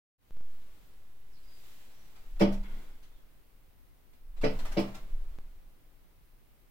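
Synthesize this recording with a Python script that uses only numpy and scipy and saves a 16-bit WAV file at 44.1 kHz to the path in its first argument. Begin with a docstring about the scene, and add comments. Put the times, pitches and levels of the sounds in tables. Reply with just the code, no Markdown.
"""A small quiet room, the stereo microphone indoors, a robin flying three times against the window.
From beyond the glass come the rustle of the hedge and a bird's thin, faint whistles. Then the blows,
much louder: each rings the pane, thuds in the wall and rattles the sash. Feathers brush the glass,
claws scratch the sash once, and the wingbeats press on the pane, which slowly pumps the room's air."""
import sys
import numpy as np
from scipy import signal
from scipy.fft import rfft, irfft, next_fast_len
from scipy.io import wavfile
from scipy.ndimage import uniform_filter1d

SR = 44100
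rng = np.random.default_rng(int(sys.argv[2]) if len(sys.argv) > 2 else 0)


def materialize(psi):
    """Save the field psi as 16-bit PCM at rate SR to the path in sys.argv[1].

    A 1-D psi becomes a single channel; in a 2-D psi each row is a channel.
    """
    bounded = np.clip(np.atleast_2d(psi).T, -1, 1)
    quanta = np.round(bounded * 32767).astype(np.int16)
    wavfile.write(sys.argv[1], SR, quanta)


N = 295470
TIME = np.arange(N) / SR
RING_TIME = TIME[:2 ** 15]

# The room's hush. Each row: frequency in Hz, relative level in dB.
HUSH_COLOUR = [(12, -28.5), (20, 5), (34, -1), (53, -10.5), (130, -19), (220, -24.5), (291, -22),
               (325, -23.5), (523, -28), (730, -29.5), (1830, -35), (2050, -33.5), (2290, -35),
               (7390, -44.5), (15700, -35.5)]
# Diffuse sound at the microphone. Each row: frequency in Hz, left-right correlation.
DIFFUSE_LIKENESS = [(30, 0), (150, 0.7), (400, 0.08), (1000, 0.06), (15000, 0.01)]
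# Dry little ticks. Each row: start in seconds, level in dB.
TICKS = [(0.3083, -42), (.3695, -44.5), (0.4092, -44.5), (5.387, -38)]
# The hedge outside as the bird moves in it. Each row: loudest moment in seconds, level in dB,
# half-width in seconds, thinning of the lows in dB.
HEDGE_STIRS = [(.66, -67.5, 0.3, -3.5), (1.7, -60, .15, 15), (2.12, -65.5, 0.54, -3.5),
               (2.79, -63.5, 0.091, -9)]
# Leaves heard through glass. Each row: frequency in Hz, relative level in dB.
LEAF_COLOUR = [(150, 8.5), (400, 5), (1000, 1.5), (2000, 0.5), (3800, -0.5), (5700, -6), (7800, -5),
               (10000, -9), (15000, -3.5)]
# Whistles outside. Each row: start and length in seconds, first and last pitch in Hz, level in dB,
# rasp as a share of the pitch.
WHISTLES = [(1.318, 0.075, 5950, 3800, -69, .07), (1.413, .2, 4940, 4760, -68, .002),
            (1.92, .17, 5700, 5920, -74, .002), (3.08, 0.13, 3700, 3300, -76, 0.033)]
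# Wing and tail on the glass. Each row: start in seconds, level in dB, length in seconds,
# tilt in dB per octave.
BRUSHES = [(2.151, -61, 0.029, -1.5), (2.355, -62, .03, -4), (2.3934, -43.5, 0.014, -1),
           (2.406, -39, 0.025, -3), (2.517, -51, 0.027, 0), (2.629, -57.5, 0.011, -3.5),
           (2.673, -55.5, 0.056, -8.5), (2.732, -56.5, 0.044, -12.5), (3.022, -63, 0.03, 1),
           (4.125, -69, 0.023, -0.5), (4.363, -60, 0.027, -2), (4.41, -48, 0.018, -1.5),
           (4.587, -48, 0.017, -1.5), (4.647, -46.5, 0.014, -1), (4.714, -48, 0.016, -1),
           (4.786, -48.5, 0.027, 2), (4.872, -54, .02, -3), (4.941, -49, 0.02, -1)]
# A feather's touch. Each row: frequency in Hz, relative level in dB.
FEATHER_COLOUR = [(240, 4), (500, 1.5), (900, 5), (1400, 3.5), (2500, 1), (5000, -2), (7500, -5.5),
                  (11000, -11), (15000, -9)]
# Knocks at the window, heard from the room. 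Each row: frequency in Hz, left-right correlation.
KNOCK_LIKENESS = [(150, 0.99), (400, 0.105), (700, 0.8), (1100, -0.23), (2000, -0.045), (15000, 0)]
# The room's reverberation. Each row: frequency in Hz, seconds to fall 60 dB.
ROOM_T60 = [(120, 0.27), (300, 0.3), (700, 0.34), (2500, 0.31), (6000, 0.22), (14000, 0.16)]
# Hard flapping at the window. Each row: start and length in seconds, pumped air in dB, rustle in dB.
FLAPPING_BOUTS = [(2.366, .28, -30.5, -71), (4.385, 0.25, -28.5, -59), (5.122, 0.054, -29.5, -75.5)]
# Air pumped by the pane. Each row: frequency in Hz, relative level in dB.
WING_AIR_COLOUR = [(6, -10.5), (13, 4), (22, -4.5), (32, -16), (41, -28.5), (56, -25.5), (75, -39),
                   (130, -50)]
# The bird's body hits. Each row: start in seconds, ring in dB, spot from middle (0) to edge (1),
# thud in dB, rattle in dB, lag of breast behind head in seconds, the breast's share,
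# share of the free ring time (less where the body stays on the glass).
BLOWS = [(2.406, 6.5, 0.16, -24, -35, 0.0053, 0.2, 0.93), (2.465, -17, 0.7, -43, -57, 0.0032, 0, 0.42),
         (4.4326, 5, 1, -28.5, -35, 0.00456, 0.17, 0.86), (4.7664, 2, 0.22, -29, -36.5, 0.003, 0.24, 0.89)]
# The pane in its frame. Each row: frequency in Hz, seconds to fall 60 dB when free,
# level in dB struck in the middle, the same at the edge, left minus right in dB.
PANE_MODES = [(112.4, 0.73, -45.5, -47, 0), (124.2, 0.6, -41, -39.5, -1), (166.8, 0.32, -32, -54, -2),
              (198.6, 0.44, -20.5, -34.5, -0.5), (235, 0.362, -38, -51.5, -3.5),
              (258, 0.33, -35.5, -41, -2), (272.4, .35, -38.5, -32.5, 2), (320.2, .25, -23, -35.5, -1.5),
              (337.4, 0.22, -20.5, -48.5, -7), (437, .27, -27.5, -25.5, 0), (492, 0.23, -47.5, -40.5, -0.5),
              (509, 0.4, -54.5, -37.5, -3.5), (579.6, 0.23, -26, -31, 7), (633, 0.29, -39, -44, 4.5),
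              (631, 0.39, -36, -44, 2), (688, 0.24, -38, -62.5, 3.5), (737, 0.32, -43, -38, 1),
              (758.6, 0.18, -41, -63.5, 8), (891, 0.377, -38.5, -43.5, -8), (940, .25, -47, -54, -8),
              (1012, 0.15, -50.5, -49, -3.5), (1487, 0.33, -56.5, -48.5, -3.5),
              (2136, .22, -49.5, -49.5, -3), (2300, 0.11, -45, -41.5, -12.5)]
# The pane's phase at the microphone. Each row: frequency in Hz, lead of the left side in radians.
LEFT_LEAD = [(120, 0), (200, 0.28), (320, -0.75), (436, 1.1), (576, 0.23), (750, 1.6), (900, 2.5),
             (2250, -0.5)]
# Dense ring of wall and frame. Each row: frequency in Hz, relative level in dB.
THUD_COLOUR = [(90, -22), (140, 4.5), (300, -0.5), (650, -2), (900, -10), (1250, -17.5), (1800, -30.5),
               (3000, -47)]
# Chatter of the sash. Each row: frequency in Hz, relative level in dB.
RATTLE_COLOUR = [(600, -19.5), (1200, 4.5), (1600, -6.5), (2150, 2.5), (2650, 0.5), (3200, 0.5),
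                 (3900, -7.5), (5400, -3), (6500, -24), (9000, -26), (15000, -34)]
# Claws on the sash. Each row: frequency in Hz, relative level in dB.
CLAW_COLOUR = [(1300, -7.5), (1450, 2.5), (1750, -11), (1980, -3), (2130, 3.5), (2300, -6), (3050, -10),
               (3360, -1), (3650, -17), (5000, -26)]


def undb(db):
    """Decibels to gain."""
    return 10 ** (np.asarray(db) / 20)


def at_hz(points, hz):
    """Read (Hz, value) points on a log-frequency axis."""
    freqs, values = np.transpose(points)
    return np.interp(np.log(np.maximum(hz, 1)), np.log(freqs), values)


def unit(x):
    """Scale to rms 1."""
    return x / np.sqrt(np.mean(x ** 2))


def pan(db):
    """Left and right gains for a level difference."""
    return undb(np.array([[db], [-db]]) / 2)


def add(out, start, sound):
    """Mix a sound in at a start in seconds."""
    i = int(start * SR)
    out[:, i:i + sound.shape[1]] += sound[:, :N - i]


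def noise(colour, size, likeness=DIFFUSE_LIKENESS):
    """Coloured stereo noise; likeness sets how alike it reaches the microphone's two sides."""
    n = next_fast_len(size, real=True)
    hz = np.arange(n // 2 + 1) * SR / n
    mid, side = rfft(rng.standard_normal((2, n)))
    alike = np.clip(at_hz(likeness, hz), -.999, .999)
    roll_off = np.minimum(hz / colour[0][0], 1) ** 2 / np.maximum(hz / colour[-1][0], 1) ** 4
    pair = mid * np.sqrt(1 + alike) + side * np.sqrt(1 - alike) * np.array([[1], [-1]])
    return unit(irfft(pair * undb(at_hz(colour, hz)) * roll_off, n)[:, :size])


def room_hush(db=-58.5):
    """The low, steady hush all round the microphone."""
    return undb(db) * noise(HUSH_COLOUR, N)


def ticks(relax_s=0.0036, soft_hz=7000):
    """Tiny, slightly rounded steps in the level, with no ring and no room on them."""
    out = np.zeros((2, N))
    for start, db in TICKS:
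        add(out, start, -undb(db) * np.exp(-RING_TIME / relax_s)[None])
    return signal.sosfilt(signal.butter(1, soft_hz, fs=SR, output="sos"), out)


def mic_settling(start_s=.315, rise_s=0.054, swing_hz=0.38, decay_s=0.35, offset_s=2.6):
    """A slow subsonic swing as the microphone settles after switching on."""
    t = np.maximum(TIME - start_s, 0)
    swing = undb(-22) * np.exp(-t / decay_s) * np.cos(2 * np.pi * swing_hz * t)
    offset = 0.0065 * np.exp(-(t / offset_s) ** 4)
    return (swing - offset) * (1 - np.exp(-t / rise_s))


def flapping(start, length, fade_db_per_s, approach_db_per_s=131):
    """Gain of one bout of flapping: it swells as the bird nears, holds at the glass, fades as it leaves."""
    before = np.maximum(start - TIME, 0)
    after = np.maximum(TIME - start - length, 0)
    return undb(-approach_db_per_s * before - fade_db_per_s * after)


def rustle(flicker_db=0.5, split_hz=1200, feather_lag_s=0.12, feather_lows_db=11):
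    """Beyond the glass the hedge hisses in soft swells; a duller feather rustle trails the flapping."""
    highs, lows = [], []
    for peak_s, db, width, thinning_db in HEDGE_STIRS:
        swell = undb(db) / np.cosh(np.minimum(abs(TIME - peak_s) / width, 20))
        highs.append(swell)
        lows.append(swell * undb(-thinning_db))
    for start, length, _, db in FLAPPING_BOUTS:
        swell = undb(db) * flapping(start + feather_lag_s, length, fade_db_per_s=23)
        highs.append(swell)
        lows.append(swell * undb(feather_lows_db))
    flicker = unit(noise([(3, 2.5), (15, 1), (40, -7.5)], N)[0])
    hiss = noise(LEAF_COLOUR, N)
    low = signal.sosfiltfilt(signal.butter(1, split_hz, fs=SR, output="sos"), hiss)
    swelling = low * np.linalg.norm(lows, axis=0) + (hiss - low) * np.linalg.norm(highs, axis=0)
    return swelling * undb(flicker_db * flicker)


def whistles(trill_db=4.0, smear_s=0.019):
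    """Outside, thin trilling notes glide and swell, smeared by reflections from hedge and wall."""
    out = np.zeros((2, N))
    wobble, trill = noise([(30, -14), (120, -1), (300, -15)], N, likeness=[(20, 0), (200, 0)])
    for start, length, first_hz, last_hz, db, rasp in WHISTLES:
        n = int(length * SR)
        hz = np.geomspace(first_hz, last_hz, n) * (1 + rasp * wobble[:n])
        tone = np.sin(2 * np.pi * np.cumsum(hz) / SR)
        swell = np.sqrt(np.sin(np.pi * np.arange(n) / n))
        add(out, start, (swell * undb(db + trill_db * trill[:n]) * tone)[None])
    echoes = rng.standard_normal((2, len(RING_TIME))) * np.exp(-RING_TIME / smear_s)
    return signal.fftconvolve(out, unit(echoes) / np.sqrt(len(RING_TIME)), axes=1)[:, :N]


def room_ring(colour, early_db, early_s=0.0043):
    """Countless window and room modes: a strong early sound, then octaves dying at the room's pace."""
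    n = len(RING_TIME)
    spectrum = rfft(noise(colour, n, likeness=KNOCK_LIKENESS))
    hz = np.arange(n // 2 + 1) * SR / n
    octave = np.log2(np.clip(hz, 2 ** 7, 2 ** 14))
    out = 0
    for centre in range(7, 15):
        band = irfft(spectrum * np.maximum(1 - abs(octave - centre), 0), n)
        out = out + band * np.exp(-np.log(1000) * RING_TIME / at_hz(ROOM_T60, 2 ** centre))
    return out * (1 + undb(early_db) * np.exp(-RING_TIME / early_s))


def scrape(body, length_s, per_s, scatter_db, rise_s=0.0024):
    """A burst of tiny contacts that starts quickly and dies away, each ringing the body."""
    t = RING_TIME[:len(RING_TIME) // 4]
    chance, size = rng.random(len(t)), rng.standard_normal(len(t))
    contacts = (chance < per_s / SR) * np.sign(size) * undb(scatter_db * abs(size))
    contacts = contacts * (1 - np.exp(-t / rise_s)) * np.exp(-(t / length_s) ** 2)
    contacts = contacts / np.sqrt(np.sum(contacts ** 2) + 1e-12)
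    return signal.fftconvolve(body, contacts[None], axes=1)


def feather_brushes():
    """Feather barbs flick over the far side of the glass."""
    out = np.zeros((2, N))
    for start, db, length, tilt in BRUSHES:
        colour = [(hz, level + tilt * np.log2(hz)) for hz, level in FEATHER_COLOUR]
        touch = room_ring(colour, early_db=1.5)
        add(out, start, undb(db) * scrape(touch, length, per_s=2000, scatter_db=6.5, rise_s=0.0031))
    return out


def wingbeats(even_s=.15):
    """Uneven wingbeats press on the pane, which pumps the room's air at the microphone."""
    air = noise(WING_AIR_COLOUR, N, likeness=[(10, 1.0), (100, .97)])
    running_rms = np.sqrt(uniform_filter1d(np.mean(air ** 2, axis=0), int(even_s * SR)))
    bouts = [undb(db) * flapping(start, length, fade_db_per_s=43)
             for start, length, db, _ in FLAPPING_BOUTS]
    return air / running_rms * np.linalg.norm(bouts, axis=0)


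def pane_ring(spot, ring_share, build_cycles=1.6, build_s=.003):
    """The glass modes; the spot struck sets their shares, and low ones take longer to build."""
    out = 0
    for k, (hz, t60, middle_db, edge_db, pan_db) in enumerate(PANE_MODES):
        lead = at_hz(LEFT_LEAD, hz) * np.array([[1], [-1]]) / 2
        swell = 1 - np.exp(-RING_TIME / (build_s + build_cycles / hz))
        decay = np.exp(-np.log(1000) * RING_TIME / (t60 * ring_share))
        gain = undb(middle_db + spot * (edge_db - middle_db)) * pan(pan_db)
        out = out + (-1) ** k * gain * swell * decay * np.sin(2 * np.pi * hz * RING_TIME + lead)
    return out


def blows(thud_rise_s=0.0049, flex_s=.002):
    """Head, then breast, ring the pane; the wall thuds and, once the glass has flexed, the sash chatters."""
    out = np.zeros((2, N))
    for start, ring_db, spot, thud_db, rattle_db, breast_lag, breast_share, ring_share in BLOWS:
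        ring = undb(ring_db) * pane_ring(spot, ring_share)
        add(out, start, ring)
        add(out, start + breast_lag, breast_share * ring)
        thud = room_ring(THUD_COLOUR, early_db=-6.5) * (1 - np.exp(-RING_TIME / thud_rise_s))
        add(out, start, undb(thud_db) * thud)
        sash = room_ring(RATTLE_COLOUR, early_db=-1.5)
        chatter = scrape(sash, length_s=0.0225, per_s=1100, scatter_db=4.5)
        add(out, start + flex_s, undb(rattle_db) * pan(-2.56) * chatter)
    return out


def claws(start_s=2.628, db=-57.5, attack_s=0.01, fade_db_per_s=61, flicker_db=1.5):
    """One faint ringing scratch on the sash, dying away in fits as the bird slides down."""
    t = np.maximum(TIME - start_s, 0)
    fits = noise([(10, 1), (40, 0), (120, -14.0)], N)[0]
    attack = 1 - np.exp(-t / attack_s)
    return noise(CLAW_COLOUR, N) * attack * undb(db - fade_db_per_s * t + flicker_db * fits)


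def scene():
    """From inside the room: its hush, the hedge outside and the bird at the window."""
    return (room_hush() + ticks() + rustle() + whistles()
            + feather_brushes() + wingbeats() + blows() + claws())


def record(dry, opens_s=0.18, rise_s=.08, top_hz=15900):
    """The phone's microphone fades in, settles and cuts the top."""
    fade_in = 1 - np.exp(-np.maximum(TIME - opens_s, 0) / rise_s)
    top_cut = signal.ellip(10, .1, 80, top_hz, fs=SR, output="sos")
    return signal.sosfilt(top_cut, dry * fade_in + mic_settling())


dry = scene()
out = record(dry)
materialize(out)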